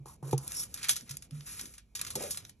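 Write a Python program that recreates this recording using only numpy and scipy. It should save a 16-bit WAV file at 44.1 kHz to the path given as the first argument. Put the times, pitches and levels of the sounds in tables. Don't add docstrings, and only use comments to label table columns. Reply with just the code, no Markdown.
import sys
import numpy as np
from scipy import signal
from scipy.fft import rfft, irfft
from scipy.io import wavfile

SR = 44100
rng = np.random.default_rng(int(sys.argv[2]) if len(sys.argv) > 2 else 0)


def bounce(signal):
    frames = np.transpose(np.atleast_2d(signal))
    limited = np.clip(frames, -1, 1)
    pcm = np.round(limited * 32767).astype(np.int16)
    wavfile.write(sys.argv[1], SR, pcm)


N = 114660


def amp(db):
    return 10 ** (np.asarray(db) / 20)


def unit_level(x):
    return x / np.sqrt(np.mean(x ** 2) + 1e-20)


def read_curve(points, hz):
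    pitch_hz, value = np.transpose(points)
    return np.interp(np.log(hz + 1), np.log(pitch_hz + 1), value)


def add(mix, start_s, sound):
    at = round(start_s * SR)
    sound = sound[max(-at, 0):]
    part = mix[max(at, 0):][:len(sound)]
    part += sound[:len(part)]


def colour(x, points):
    size = 4096
    log_gain = np.log(amp(read_curve(points, abs(np.fft.fftfreq(size, 1 / SR)))))
    response = np.exp(np.conj(signal.hilbert(log_gain)))
    taps = np.fft.ifft(response).real[:size // 2]
    return signal.oaconvolve(x, taps / np.linalg.norm(taps))[:len(x)]


def band(x, centre_hz, octaves):
    hz = np.fft.rfftfreq(len(x), 1 / SR) + 1
    bell = np.exp(-.5 * (np.log2(hz / centre_hz) / octaves) ** 2)
    return irfft(rfft(x) * bell, len(x))


def drift(step_s):
    values = rng.standard_normal(N)
    return unit_level(np.interp(np.arange(N) / SR / step_s, np.arange(N), values))


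def slips(per_s, spread_db):
    size = amp(spread_db * np.minimum(rng.exponential(1, N), 5))
    sign = rng.choice([-1., 1.], N)
    happens = rng.random(N) < per_s / SR
    return unit_level(size * sign * happens)


def push(length_s, rise_s):
    t = np.arange(0, length_s, 1 / SR)
    return np.minimum(t / rise_s, 1) * (1 - t / length_s)


# pitch_hz, relative_db
ROOM_COLOUR = [(20, -28.5), (58, 3), (80, -10), (240, -16.5), (340, -27), (700, -36.5), (2000, -46),
               (2350, -30.5), (2700, -45), (11000, -40.5), (14000, -62.5)]

def room_tone():
    return amp(-63.5) * colour(rng.standard_normal(N), ROOM_COLOUR)


# pitch_hz, fade_s
ECHO_FADES = [(100, 0.043), (3000, 0.21), (14000, 0.02)]

def room_echo(x, rise_s=0.00079):
    hz, times, noise = signal.stft(rng.standard_normal(SR // 2), SR, nperseg=256)
    fade = amp(-60 * times / read_curve(ECHO_FADES, hz)[:, None])
    tail = signal.istft(noise * fade, SR)[1]
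    tail *= np.minimum(np.arange(len(tail)) / SR / rise_s, 1) ** 2
    return signal.fftconvolve(x, tail / np.linalg.norm(tail))[:N]


# time_s, level_db
PALM_LEVELS = [(.2, -61.5), (.42, -53.5), (.55, -57.5), (0.898, -58), (1.25, -62), (1.621, -59.5),
               (1.85, -80), (2.05, -54), (2.451, -57.5), (2.6, -78.5)]
# pitch_hz, relative_db
PALM_COLOUR = [(20, -33.5), (50, -1.5), (125, 3), (250, -8.5), (450, -15), (620, -15.5), (850, -23),
               (4000, -69)]

def palms():
    level = amp(np.interp(np.arange(N) / SR, *np.transpose(PALM_LEVELS)))
    return level * colour(rng.standard_normal(N), PALM_COLOUR)


# start_s, length_s,
# level_db, pitch_hz, width_octaves
TABLE_SCUFFS = [(0.058, 0.11, -55.5, 925, 0.35), (0.229, 0.24, -52, 405, 0.27),
                (0.23, 0.49, -57, 840, 0.52), (1.029, 0.027, -54, 220.3, 0.17),
                (1.313, 0.12, -57, 237, 0.13), (1.611, 0.15, -57, 262, 0.62),
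                (1.994, 0.47, -62.5, 1124, .13), (2.155, 0.17, -47, 192, 0.32),
                (2.156, 0.15, -40.5, 441, 0.3), (2.205, 0.11, -39.5, 535, 0.36)]

def table_scuffs():
    out = np.zeros(N)
    for start_s, length_s, level_db, pitch_hz, width_octaves in TABLE_SCUFFS:
        shape = push(length_s, rise_s=0.00083)
        scrape = band(slips(per_s=900, spread_db=2.5)[:SR // 2], pitch_hz, width_octaves)
        add(out, start_s, amp(level_db) * shape * unit_level(scrape[:len(shape)]))
    return out


# start_s, length_s, level_db, pitch_hz
FINGER_JUDDERS = [(.225, 0.23, -36, 139), (1.1, 0.081, -39.5, 139), (1.318, 0.14, -35, 143.7)]

def finger_judders(waver=0.029):
    out = np.zeros(N)
    for start_s, length_s, level_db, pitch_hz in FINGER_JUDDERS:
        wavering_hz = pitch_hz * (1 + waver * drift(step_s=0.015))
        hum = np.sin(2 * np.pi * np.cumsum(wavering_hz) / SR)
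        shape = push(length_s, rise_s=0.012)
        add(out, start_s, amp(level_db) * shape * hum[:len(shape)])
    return out


# pitch_hz, relative_db, fade_s (to fall by 60 dB)
TABLE_NOTES = [(136.7, -2, 0.17), (357, -12.5, 0.086), (407, 2.5, 0.032), (470, -12.5, 0.087),
               (781, -11.5, 0.051), (858, -7, 0.039), (1260, -15.5, 0.016)]
# start_s, level_db, brightness_db_per_octave
FINGER_KNOCKS = [(-.003, -34, -17), (.057, -43, 2), (0.2263, -30, -1), (0.3298, -13, 0.33), (0.893, -43, 2),
                 (2.1555, -41.5, 6), (2.206, -45.5, 5)]

def finger_knocks(rise_s=0.00085, build_cycles=0.63):
    out, t = np.zeros(N), np.arange(SR // 3) / SR
    lowest_hz = TABLE_NOTES[0][0]
    for start_s, level_db, brightness in FINGER_KNOCKS:
        for pitch_hz, relative_db, fade_s in TABLE_NOTES:
            note_db = level_db + relative_db + brightness * np.log2(pitch_hz / lowest_hz)
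            rise = (1 - np.exp(-t / (rise_s + build_cycles / pitch_hz))) ** 2
            shape = rise * amp(note_db - 60 * t / fade_s)
            add(out, start_s, shape * np.sin(2 * np.pi * pitch_hz * t))
    return out


def with_body(x, body_db):
    return x + band(x * (amp(body_db) - 1), centre_hz=1940, octaves=0.92)


def foil_ring(x, patches=20, ring_s=0.001, evenness=0.9):
    out, t = np.zeros(N), np.arange(SR // 60) / SR
    touched = rng.integers(0, patches, N)[np.arange(N) // 200]
    for patch in range(patches):
        spectrum = rfft(rng.standard_normal(len(t)) * np.exp(-t / ring_s), 2 * len(t))
        ring = irfft(spectrum / abs(spectrum) ** evenness)[:len(t)]
        out += signal.oaconvolve(x * (touched == patch), ring / np.linalg.norm(ring))[:N]
    return out


def foil_rasp(start_s=0.525, length_s=0.12, level_db=-41):
    out, swell = np.zeros(N), np.hanning(round(length_s * SR))
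    ring = unit_level(band(slips(per_s=13000, spread_db=1), centre_hz=5480, octaves=0.055))
    add(out, start_s, amp(level_db) * swell * ring[:len(swell)])
    return out


# time_s, level_db, body_db (middle pitches)
RUB_STROKES = [
    [(.058, -53.5, 2.5), (.135, -58, -2), (.165, -71, 5)],
    [(.226, -60, 5.5), (.3, -51.5, 1.5), (.365, -90, 20), (.41, -52.5, -4.5), (.53, -47, 7),
     (.558, -39, -5), (.605, -33, -10.5), (.64, -43.5, -2), (.675, -62.5, 4), (.74, -57.5, 3.5)],
    [(.74, -52.5, 6), (.875, -51.5, 19), (.935, -42, 1), (.95, -56.5, -7), (1, -54.5, 4), (1.06, -62, 0)],
    [(1.06, -67, 15), (1.09, -66, 17), (1.14, -54, 8), (1.2, -77.5, 8), (1.245, -54.5, 3),
     (1.28, -84.5, 12)],
    [(1.305, -72, 13), (1.37, -58.5, 9.5), (1.445, -60.5, 4), (1.472, -44.5, 5), (1.61, -47.5, 4),
     (1.72, -58, 1), (1.8, -65.5, 16), (1.835, -94.5, 11)],
    [(1.957, -59, -14), (2, -54.5, 15), (2.08, -52, 5), (2.14, -54.5, 2), (2.165, -49, 8.5),
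     (2.24, -44, 10), (2.33, -49.5, -0.5), (2.39, -50, 3.5), (2.42, -66.5, 15), (2.5, -61.5, -3),
     (2.54, -89, -6)],
]
# pitch_hz, relative_db
FIZZ_COLOUR = [(400, -21), (850, -20.5), (1350, -12.5), (3200, -14.5), (4400, -11.5), (5700, -7),
               (9300, -2), (10700, 3), (11600, -5.5), (12600, -18.5), (13700, -25.5), (16000, -46.5)]

def foil_rubbing(grip_waver_db=1.7):
    t, level, body = np.arange(N) / SR, np.zeros(N), np.zeros(N)
    for stroke in RUB_STROKES:
        time_s, level_db, body_db = np.transpose(stroke)
        sliding = (t >= time_s[0]) & (t < time_s[-1])
        level[sliding] = amp(np.interp(t[sliding], time_s, level_db))
        body[sliding] = np.interp(t[sliding], time_s, body_db)
    fizz = slips(per_s=13000, spread_db=1) * level
    fizz *= amp(grip_waver_db * drift(step_s=0.0067))
    return colour(foil_ring(with_body(fizz, body)), FIZZ_COLOUR)


# start_s, level_db, decay_s (to fall to about a third), body_db (middle pitches)
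CREASE_SNAPS = [(0.0572, -49, 0.00079, 0), (0.3103, -40, 0.011, -3), (0.3277, -37.5, 0.0065, 5),
                (0.3784, -28.5, 0.0038, -13.5), (0.478, -27.5, 0.0023, -20), (0.519, -28, 0.002, -6),
                (0.741, -31, 0.0054, -4.5), (0.7738, -44.5, 0.011, 9), (.829, -35, 0.0083, 7),
                (.842, -32.5, 0.0073, 10.5), (0.8846, -26, 0.0061, -4), (0.8918, -18, .011, 1),
                (0.9054, -25, 0.017, -20), (0.9575, -34, .007, -1), (0.9636, -30.5, 0.0091, -2),
                (1.0088, -44, 0.0022, 9), (1.0929, -38.5, 0.0063, 3), (1.1091, -32.5, 0.0072, -3),
                (1.1692, -30, 0.0016, -4), (1.2225, -42.5, 0.0053, 1.5), (1.3093, -44, 0.00083, 7.5),
                (1.408, -53.5, 0.0015, 21.5), (1.5927, -36, 0.012, 2.5), (1.612, -25.5, 0.00088, -9.5),
                (1.6552, -41.5, 0.0059, 3), (1.7385, -48.5, 0.011, -1), (1.7805, -47, 0.0051, 10),
                (1.9511, -34.5, 0.022, 0), (1.9923, -38, 0.004, 10), (2.0133, -26.5, 0.0047, 1.5),
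                (2.0484, -34, 0.0024, 8.5), (2.0661, -40, 0.017, 6), (2.104, -35, 0.011, -0.5),
                (2.1541, -26, 0.0079, -10), (2.2228, -32, 0.0067, -21), (2.236, -32.5, 0.0035, -19),
                (2.308, -27.5, 0.016, -20), (2.346, -39, 0.0019, 10), (2.373, -31, 0.0046, 2),
                (2.45, -45.5, 0.0032, 10.5), (2.494, -43.5, 0.0044, 1.5)]
# pitch_hz, relative_db
CREASE_COLOUR = [(100, -28.5), (650, -21.5), (1200, -15), (3100, -10.5), (4500, -5.5), (6000, -3.5),
                 (9300, -3), (10700, -0.5), (11700, -8), (12600, -16), (13500, -32.5), (16000, -55)]

def foil_snaps(crack_db=-17, boost_db=0.5):
    out, t = np.zeros(N), np.arange(SR // 10) / SR
    rattle = slips(per_s=9000, spread_db=3)
    lead = SR // 100
    for start_s, level_db, decay_s, body_db in CREASE_SNAPS:
        pick = int(rng.random() * (N - len(t)))
        snap = rattle[pick:pick + len(t)] * np.exp(-t / decay_s)
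        snap /= np.linalg.norm(snap) + 1e-12
        snap[0] += amp(crack_db)
        strength = amp(level_db + boost_db) * np.sqrt(decay_s * SR / 2)
        snap *= strength / np.linalg.norm(snap)
        add(out, start_s - lead / SR, with_body(np.pad(snap, (lead, 0)), body_db))
    return colour(foil_ring(out), CREASE_COLOUR)


def scene(shared_echo_db=-17.5, side_echo_db=-11.5):
    foil = foil_snaps() + foil_rubbing() + foil_rasp()
    scuffs = table_scuffs()
    middle = foil + scuffs + finger_knocks() + finger_judders() + palms() + room_tone()
    middle += amp(shared_echo_db) * room_echo(foil)
    sides = np.array([room_echo(foil + scuffs + palms() + room_tone()) for _ in range(2)])
    return middle + amp(side_echo_db) * sides


# pitch_hz, lead_radians
LEFT_LEAD = [(450, -.1), (620, 1.8), (1050, .1), (2000, .2), (3900, 1), (4700, 2.6), (5250, 5.1),
             (7900, 8.7), (9500, 9.35), (11900, 12.3)]
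# pitch_hz, left_minus_right_db
LEFT_BALANCE = [(150, -2.2), (700, .3), (4400, -1.4), (8000, -.3)]

def record(dry, top_hz=16200):
    hz = np.fft.rfftfreq(2 * N, 1 / SR)
    left = amp(read_curve(LEFT_BALANCE, hz) / 2) * np.exp(.5j * read_curve(LEFT_LEAD, hz))
    right = 1 / left
    stereo = irfft(rfft(dry, 2 * N) * np.array([left, right]))[:, :N]
    treble_cut = signal.firwin(511, top_hz, window=("kaiser", 9), fs=SR)
    return signal.oaconvolve(stereo, treble_cut[None], "same")


dry = scene()
out = record(dry)
bounce(out)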